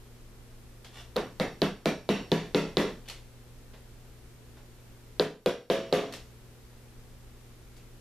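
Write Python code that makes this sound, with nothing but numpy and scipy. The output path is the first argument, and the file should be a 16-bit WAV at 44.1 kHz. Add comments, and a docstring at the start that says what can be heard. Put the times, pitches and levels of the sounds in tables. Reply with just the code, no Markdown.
"""Fingertips click and rub on model track, then a small hammer taps a push pin through it into cork on a
plywood table: eight blows, the first one double. The pin is let go with a flick; a second takes four blows.
Each blow ticks in the pin, thumps the board's modes, clacks the track and fills a small room with shaped noise.
Sine hum and filtered-noise hiss lie underneath, and the camera's limiter ducks them after the harder blows."""
import sys
import numpy as np
from scipy import signal
from scipy.fft import rfft, irfft, next_fast_len
from scipy.io import wavfile
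from scipy.ndimage import uniform_filter1d

SR = 44100
rng = np.random.default_rng(int(sys.argv[2]) if len(sys.argv) > 2 else 0)


def to_wav(s):
    """Save 16-bit WAV."""
    ch = np.atleast_2d(s).T  # columns
    pcm = np.round(np.clip(ch, -1, 1) * 32767)  # PCM
    wavfile.write(sys.argv[1], SR, pcm.astype(np.int16))


N = 352956

# All table levels are relative, before the gains of the functions that use them.
# spectrum of room air and microphone hiss: pitch_hz [Hz], level_db [dB]
AIR_SPECTRUM = [(10, -15), (20, -3.5), (30, -3.5), (45, -8), (65, -3.5), (87, -14), (130, -15),
                (250, -19.5), (460, -17.5), (600, -24.5), (900, -27.5), (2500, -31.5), (6000, -35.5),
                (14500, -39)]
# likeness of the air noise in the two channels: pitch_hz [Hz], likeness [0 to 1]
AIR_LIKENESS = [(30, 0.79), (300, 0.77), (800, 0.53), (2000, 0.35), (5000, 0.05), (14000, 0.039)]
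# components of the mains hum: pitch_hz [Hz], level_db [dB rms]
HUM_TONES = [(29.5, -58), (59.6, -65.5), (120, -56), (240, -66), (360, -72)]
# decay of the room: pitch_hz [Hz], t60_s [s]
ROOM_T60 = [(150, 0.45), (500, 0.34), (1500, 0.32), (3500, 0.32), (7000, 0.33), (13000, 0.2)]
# likeness of the room's sound in the two channels: pitch_hz [Hz], likeness [0 to 1]
ROOM_LIKENESS = [(100, 1), (500, 0.96), (1200, 0.91), (2500, 0.89), (4500, 0.6), (8000, 0.2), (14000, 0.14)]
# stiff resonances of the track strip: pitch_hz [Hz], width_hz [Hz], level_db [dB]
TRACK_RESONANCES = [(1880, 490, 2.5), (2653, 100, 2.5), (3500, 250, 2.5), (4635, 130, 5), (5560, 150, 1.5)]
# fingertips landing on the track: start_s [s], level_db [dB], tilt_db [dB per octave]
TOUCHES = [(.845, -20, 2), (3.735, -27, -3), (4.568, -29, -2.5), (6.725, -41, -3), (7.765, -30, 4.5)]
# spectrum of a light click of plastic: pitch_hz [Hz], level_db [dB]
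TOUCH_SPECTRUM = [(80, -40), (160, -7.5), (600, 9.5), (1200, 0.5), (3500, 1), (6000, -6), (9000, -13),
                  (14000, -18)]
# fingers letting go of a seated pin: start_s [s], level_db [dB]
RELEASES = [(3.085, -14), (6.124, -13)]
# fingertips rubbing along the pin: start_s [s], length_s [s], level_db [dB]
SCUFFS = [(0.92, .09, -17.5), (3.055, .035, -22)]
# hammer blows: start_s [s], force_db [dB], square_db (squareness of the face on the pin) [dB],
# bass_db (weight of the thump in the bass) [dB], crack_db (crack of the plastic head) [dB]
BLOWS = [(1.1609, -14.5, -2, -14, 2), (1.165, -5.5, -2, -6.5, 13), (1.3989, -2.5, -4, 0.5, 3),
         (1.6184, 2, 0, 5, 3.5), (1.8576, 2.5, -4, 3, -5), (2.0905, 3.5, -6.5, 5, -5),
         (2.3177, 4.5, 3.5, 8.5, -2), (2.5468, 6.5, 1, 7, -10), (2.7702, 7, 3, 3, -5),
         (5.197, 9.5, 2.5, -7, -2), (5.4609, 10, -3.5, -16.5, 8), (5.7005, 12.5, -3, -9.5, -5),
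         (5.9265, 12.5, 0, -4.5, 2)]
# modes of the table, before chance shifts them and the hand damps them: pitch_hz [Hz], level_db [dB], t60_s [s]
BOARD_MODES = [(163.5, 3, .28), (196.4, 1.5, 0.26), (221.7, -4.5, 0.29), (270.1, -10.5, 0.38),
               (292.6, 0, 0.18), (361.6, 2.5, 0.15), (422, 2, 0.29), (442, -10.5, 0.44), (474, -4.5, 0.42),
               (517.7, -4, 0.32), (522, -9.5, 0.35), (537, -8.5, 0.43), (558.3, 0, 0.21), (655, -6, 0.39),
               (691.7, -4.5, 0.22), (711, -6.5, 0.38), (876, -24, 0.083), (958, -8.5, 0.233),
               (1180, -23.5, 0.65), (1273, -44, 0.25)]
# first quick heave of the board under the pin: pitch_hz [Hz], level_db [dB], t60_s [s]
HEAVE_MODES = [(237.6, -31, 0.064), (494, -20, 0.043), (674, -52, 0.017)]
# faint ring of the steel hammer head, before detuning: pitch_hz [Hz], level_db [dB], t60_s [s]
STEEL_MODES = [(4500, -51, 0.53), (5400, -63, 0.71), (5520, -49, 0.43), (5520, -51.5, 0.58),
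               (5680, -45, 0.37)]
# spectrum of pin and track as the room returns it: pitch_hz [Hz], level_db [dB]
CLACK_SPECTRUM = [(90, -8.5), (160, 2.5), (450, 7), (800, -0.5), (1200, -1.5), (2000, -3), (3000, -5.5),
                  (3900, -4.5), (4800, -12), (6000, -13), (8000, -19), (13000, -16), (16000, -53)]

# limiter: threshold, hold from the start of a run of peaks, and the quiet that ends a run; then the band limit
CEILING_DB, HOLD_S, REST_S = -13.5, 0.51, 1
EDGE_HZ = 14400
# release: the first flick is softer and brighter (dB; tilts in dB per octave)
FLICK_GAP_S, FIRST_FLICK_DB, FIRST_TILT_DB, SECOND_TILT_DB = 0.013, -5, 4.5, 2.5
SCUFF_HZ, SCUFF_GRAINS_PER_S = 3170, 770
# a pin that needs more force gives way for a shorter time: slide at 0 dB, and dB of force that halve it
SLIDE_MS, SLIDE_HALVING_DB = 2.18, 11.5
# thump level (dB), and what it loses overall per dB of bass weight (dB per dB)
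THUMP_DB, KNOCK_LOSS = -0.17, 0.32
BOOM_DB = -7  # the thump as the room returns it
# the board's modes vary by chance from blow to blow, in level and pitch (dB, share)
RING_SPREAD_DB, RING_DETUNE = 1.5, 0.0122
# the resting hand damps them, more at lighter blows: t60 at 0 dB of force (s), and dB of force that double it
HAND_T60, HAND_DOUBLING_DB = 0.67, 7
CLACK_TILT_DB, BRIGHTENING = -1.45, 0.071  # dB per octave, and its rise per dB of force
# loose part of the track once pinned down: pitch, share of chance, level, and gain on off-centre blows (dB per dB)
RATTLE_HZ, RATTLE_SPREAD, RATTLE_DB, GLANCE_RATTLE = 2930, 0.09, 4, 0.44
SLACK_DB, SLACK_RANGE_DB = -4, 2.5  # under blows lighter than this the track lies slack and rattles lower
CRACK_DB, CRACK_S = -39.5, 0.0012  # the plastic head's crack: level, decay time constant
# the pin's tick: level, growth with force (dB per dB), pitch, share of chance
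TICK_DB, TICK_GROWTH, TICK_HZ, TICK_SPREAD = -14.5, 0.74, 3990, 0.03
# the head sings on hard, off-centre blows: level, dB per dB of force, dB per dB off-centre, share of detuning
STEEL_DB, STEEL_GROWTH, GLANCE_RING, STEEL_DETUNE = -10, 0.94, 1, 0.0081


def amp(db):
    """Logarithmic level: decibels to gain."""
    return 10 ** (np.asarray(db) / 20)


def balance(left_db):
    """Level difference in stereo: left gains what right loses."""
    return amp([[left_db], [-left_db]])


def evened(x):
    """Normalisation: scales to rms 1."""
    return x / np.sqrt(np.mean(x ** 2) + 1e-20)


def read(points, hz):
    """Interpolation on a logarithmic frequency axis."""
    f, value = np.transpose(points)
    return np.interp(np.log(hz + 1), np.log(f + 1), value)


def add(mix, start_s, sound):
    """Superposition: adds a sound to both channels at its start."""
    part = mix[:, max(round(start_s * SR), 0):][:, :sound.shape[-1]]
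    part += sound[..., :part.shape[1]]


def colour(x, points, tilt_db=0):
    """Linear filtering: multiplies by a spectrum, tilted by so many dB an octave."""
    size = next_fast_len(x.shape[-1])
    hz = np.fft.rfftfreq(size, 1 / SR)
    gain = amp(read(points, hz) + tilt_db * np.log2((hz + 100) / 3000))
    return irfft(rfft(x, size) * gain, size)[..., :x.shape[-1]]


def pair_noise(size, likeness):
    """Spatial coherence: white noise in two channels, alike in the bass and unlike in the treble."""
    a, b = rfft(rng.standard_normal((2, size)))
    same = np.clip(read(likeness, np.fft.rfftfreq(size, 1 / SR)), 0, 1)
    return irfft(np.array([a, same * a + np.sqrt(1 - same ** 2) * b]), size)


def background():
    """Stationary noise and periodic hum: steady air and hiss, with mains tones whose phase wavers."""
    t = np.arange(N) / SR
    air = evened(colour(pair_noise(next_fast_len(N), AIR_LIKENESS), AIR_SPECTRUM))[:, :N]
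    knots = np.linspace(0, t[-1], num=40)
    hum = np.zeros(N)
    for pitch_hz, level_db in HUM_TONES:
        waver = 0.18 * np.interp(t, knots, rng.standard_normal(len(knots)))  # radians
        hum += amp(level_db) * np.sqrt(2) * np.sin(2 * np.pi * pitch_hz * t + waver)
    return (amp(-53.0) * air + hum) * balance(0.2)


def room(noise, spectrum, build_s, tilt_db=0):
    """Diffuse reverberation: reflections thicken while each band dies at its own speed."""
    hz, t, bands = signal.stft(colour(noise, spectrum, tilt_db), SR, nperseg=512)
    decay = amp(-60 * t / read(ROOM_T60, hz)[:, None])
    tail = signal.istft(bands * decay, SR, nperseg=512)[1][:, :SR]
    return tail * (1 - np.exp(-np.arange(SR) / SR / build_s))


def snap(length_s, tilt_db=0):
    """Impulsive excitation: the brief direct crack of hard plastic, decaying exponentially."""
    noise = colour(pair_noise(SR, ROOM_LIKENESS), TOUCH_SPECTRUM, tilt_db)
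    return noise * np.exp(-np.arange(SR) / SR / length_s)


def track(x, rattle_hz=3000, rattle_db=5, rattle_width_hz=280):
    """Resonance: the strip's fixed peaks, one rattling part, and random patches that differ each time."""
    hz = np.fft.rfftfreq(2 * SR, 1 / SR)
    peaks_db = np.zeros(len(hz))
    for pitch_hz, width_hz, level_db in TRACK_RESONANCES + [(rattle_hz, rattle_width_hz, rattle_db)]:
        peaks_db += level_db / (1 + ((hz - pitch_hz) / (width_hz / 2)) ** 2)
    knots = np.linspace(0, SR / 2, num=260)
    patches_db = 3.2 * np.interp(hz, knots, rng.standard_normal(len(knots)))
    patches_db *= hz / (hz + 600)  # smooth in the bass
    return irfft(rfft(x, 2 * SR) * amp(peaks_db + patches_db))[..., :SR]


def touch(tilt_db, onset_s):
    """Light impact: one click of plastic, direct and through the room, with a softened onset."""
    tail = room(pair_noise(SR, ROOM_LIKENESS), TOUCH_SPECTRUM, build_s=0.0009, tilt_db=tilt_db)
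    click = amp(-15.0) * snap(length_s=0.0034, tilt_db=tilt_db) + amp(-24.5) * tail
    return click * (1 - np.exp(-np.arange(SR) / SR / onset_s))


def scuff(length_s):
    """Stick-slip friction: a swelling run of tiny random slips, each a click that rings the pin."""
    t = np.arange(0, length_s, 1 / SR)
    strength = rng.standard_normal(SR)[:len(t)]
    happens = rng.random(SR)[:len(t)] < SCUFF_GRAINS_PER_S / SR
    slips = strength * happens * np.sqrt(t / length_s)
    slips = slips / (np.linalg.norm(slips) + 1e-9)
    rub = signal.fftconvolve(touch(tilt_db=0.8, onset_s=0.00051), slips[None], axes=1)
    return track(rub, SCUFF_HZ, rattle_db=4, rattle_width_hz=650)


def fingers():
    """Impact and friction: light clicks and scuffs, and the double flick of each pin as it is let go."""
    out = np.zeros((2, N))
    for start_s, level_db in RELEASES:
        first = track(touch(FIRST_TILT_DB, onset_s=0.00063), rattle_hz=4300, rattle_db=8)
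        add(out, start_s, amp(level_db + FIRST_FLICK_DB) * first)
        second = track(touch(SECOND_TILT_DB, onset_s=0.00028), rattle_db=3.0)
        add(out, start_s + FLICK_GAP_S, amp(level_db) * second)
    for start_s, level_db, tilt_db in TOUCHES:
        add(out, start_s, amp(level_db) * track(touch(tilt_db, onset_s=0.0023), rattle_db=0.0))
    for start_s, length_s, level_db in SCUFFS:
        add(out, start_s, amp(level_db) * scuff(length_s))
    return out


def ring(modes, turns=0):
    """Modal synthesis: a sum of dying sines, each starting at its own share of a turn."""
    t = np.arange(SR) / SR
    pitch_hz, level_db, t60_s = np.transpose(modes)[..., None]
    return (amp(level_db - 60 * t / t60_s) * np.sin(2 * np.pi * (pitch_hz * t + turns))).sum(0)


def echoed(x, delay_s, db):
    """Specular reflection: a sound and one repeat of it."""
    t = np.arange(len(x)) / SR
    return x + amp(db) * np.interp(t - delay_s, t, x, left=0)


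def table(hand_t60, low_hz=138, lag_turns=0.335):
    """Modal vibration: the board heaves, a near surface throws that back, and the damped modes ring on."""
    # each mode trails the one below, so the knock swells for some ms
    lags = -lag_turns * np.arange(len(BOARD_MODES))[:, None]
    modes = []
    luck = rng.standard_normal((len(BOARD_MODES), 2))
    for (pitch_hz, level_db, t60_s), (shift, weight) in zip(BOARD_MODES, luck):
        damped_t60 = 1 / (1 / t60_s + 1 / hand_t60)  # decay rates add
        modes.append((pitch_hz * (1 + RING_DETUNE * shift), level_db + RING_SPREAD_DB * weight, damped_t60))
    heave = echoed(ring(HEAVE_MODES), delay_s=0.009825, db=-6.0)
    wood = amp(-31.5) * ring(modes, lags) + amp(0.33) * heave
    # the board radiates little deep bass
    return signal.sosfilt(signal.butter(4, low_hz, "high", fs=SR, output="sos"), wood)


def push(x, slide_ms, bass_db, stop=0.62, bass_hz=320):
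    """Stick-slip as a comb filter: the pin breaks loose and stops again, two opposite kicks."""
    hz = np.fft.rfftfreq(2 * SR, 1 / SR)
    delay = np.exp(-2j * np.pi * hz * slide_ms / 1000)
    kicks = 1 - stop * delay / (1 + (hz / 2000) ** 2)  # the stop is duller
    weight = 1 + (amp(bass_db) - 1) / (1 + 1j * hz / bass_hz)
    return irfft(rfft(x, 2 * SR) * kicks * weight)[..., :SR]


def boomed(x, build_s=0.011, t60=0.23):
    """Reverberation by convolution: a thump and its diffuse return from the nearby walls."""
    t = np.arange(SR) / SR
    walls = pair_noise(SR, ROOM_LIKENESS) * (1 - np.exp(-t / build_s)) * amp(-60 * t / t60)
    walls = walls / np.linalg.norm(walls[0])
    return x + amp(BOOM_DB) * signal.fftconvolve(x[None], walls, axes=1)[:, :SR]


def tick(hz, rise_s=0.00031):
    """Contact vibration: the pin's few stiff cycles under the hammer face."""
    t = np.arange(SR) / SR
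    return t / rise_s * np.exp(1 - t / rise_s) * np.sin(2 * np.pi * hz * t)


def scattered(modes, build_s):
    """Diffuse excitation: waves from all sides feed the modes, which swell out of step."""
    turns = rng.random((len(modes), 1))
    return ring(modes, turns) * (1 - np.exp(-np.arange(SR) / SR / build_s))


def steel(count=3):
    """Beating: the hammer head rings with each mode a cluster of close tones."""
    modes = []
    for pitch_hz, level_db, t60_s in STEEL_MODES * count:
        modes.append((pitch_hz * (1 + STEEL_DETUNE * rng.standard_normal()), level_db, t60_s))
    return scattered(modes, build_s=0.015)


def clack(force_db, square_db, rattle_luck):
    """Forced resonance: direct snap and room tail, brighter with force, coloured by the track."""
    tilt_db = CLACK_TILT_DB + BRIGHTENING * force_db
    tail = room(pair_noise(SR, ROOM_LIKENESS), CLACK_SPECTRUM, build_s=0.012, tilt_db=tilt_db)
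    direct = snap(length_s=0.0081, tilt_db=tilt_db - 3.5)
    tightness = 1 / (1 + np.exp((SLACK_DB - force_db) / SLACK_RANGE_DB))
    rattle_hz = RATTLE_HZ * (1 + RATTLE_SPREAD * rattle_luck) * tightness
    rattle_db = RATTLE_DB - GLANCE_RATTLE * square_db
    return track(amp(-19) * tail + amp(-26.5) * direct, rattle_hz, rattle_db, rattle_width_hz=510)


def hammer():
    """Impact excitation: every blow rings pin, track, board and hammer head; the room answers after."""
    out = np.zeros((2, N))
    chance = rng.standard_normal((len(BLOWS), 2))
    for (start_s, force_db, square_db, bass_db, crack_db), (pin_luck, rattle_luck) in zip(BLOWS, chance):
        slide_ms = SLIDE_MS * 2 ** (-force_db / SLIDE_HALVING_DB)
        board = table(HAND_T60 * 2 ** (force_db / HAND_DOUBLING_DB))
        thump = amp(THUMP_DB - KNOCK_LOSS * bass_db) * boomed(push(board, slide_ms, bass_db))
        plastic = clack(force_db, square_db, rattle_luck)
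        plastic = plastic + amp(CRACK_DB + crack_db) * snap(length_s=CRACK_S, tilt_db=9)
        pin_db = TICK_DB + TICK_GROWTH * force_db + square_db
        pin = amp(pin_db) * tick(TICK_HZ * (1 + TICK_SPREAD * pin_luck))
        head = amp(STEEL_DB + STEEL_GROWTH * force_db - GLANCE_RING * square_db) * steel()
        add(out, start_s, amp(force_db) * (thump * balance(0.15) + plastic * balance(-0.4)))
        add(out, start_s, (pin + head) * balance(-0.5))
    return out


def scene():
    """Superposition of hammer, fingers and room tone."""
    return hammer() + fingers() + background()


def limiter(x, release_db_per_s=60, size=32):
    """Dynamic gain control: drops at once on a peak, holds early in a run of peaks, then recovers quickly."""
    starts, step_s = np.arange(0, N, size), size / SR
    smooth = uniform_filter1d(x.mean(0), size=7)  # the sharpest ticks slip through
    peaks = np.maximum.reduceat(abs(smooth), starts)
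    cut_db, first_s, last_s, cuts = 0, -np.inf, -np.inf, []
    for now_s, over_db in zip(starts / SR, 20 * np.log10(peaks + 1e-9) - CEILING_DB):
        if over_db > 0:
            if now_s - last_s > REST_S:
                first_s = now_s  # a new run begins
            last_s = now_s
        recovery_db = release_db_per_s * step_s * (now_s - first_s > HOLD_S)
        cut_db = max(cut_db - recovery_db, over_db, 0)
        cuts.append(cut_db)
    return x * amp(-np.interp(np.arange(N), starts + size // 2, cuts))


def record(dry):
    """Signal chain: the camera's limiter, the faint hiss of the circuits after it, then the band limit."""
    held = limiter(dry) + amp(-69.5) * rng.standard_normal((2, N))
    lowpass = signal.firwin(511, EDGE_HZ, window=("kaiser", 9), fs=SR)
    return signal.oaconvolve(held, lowpass[None], "same")


dry = scene()
out = record(dry)
to_wav(out)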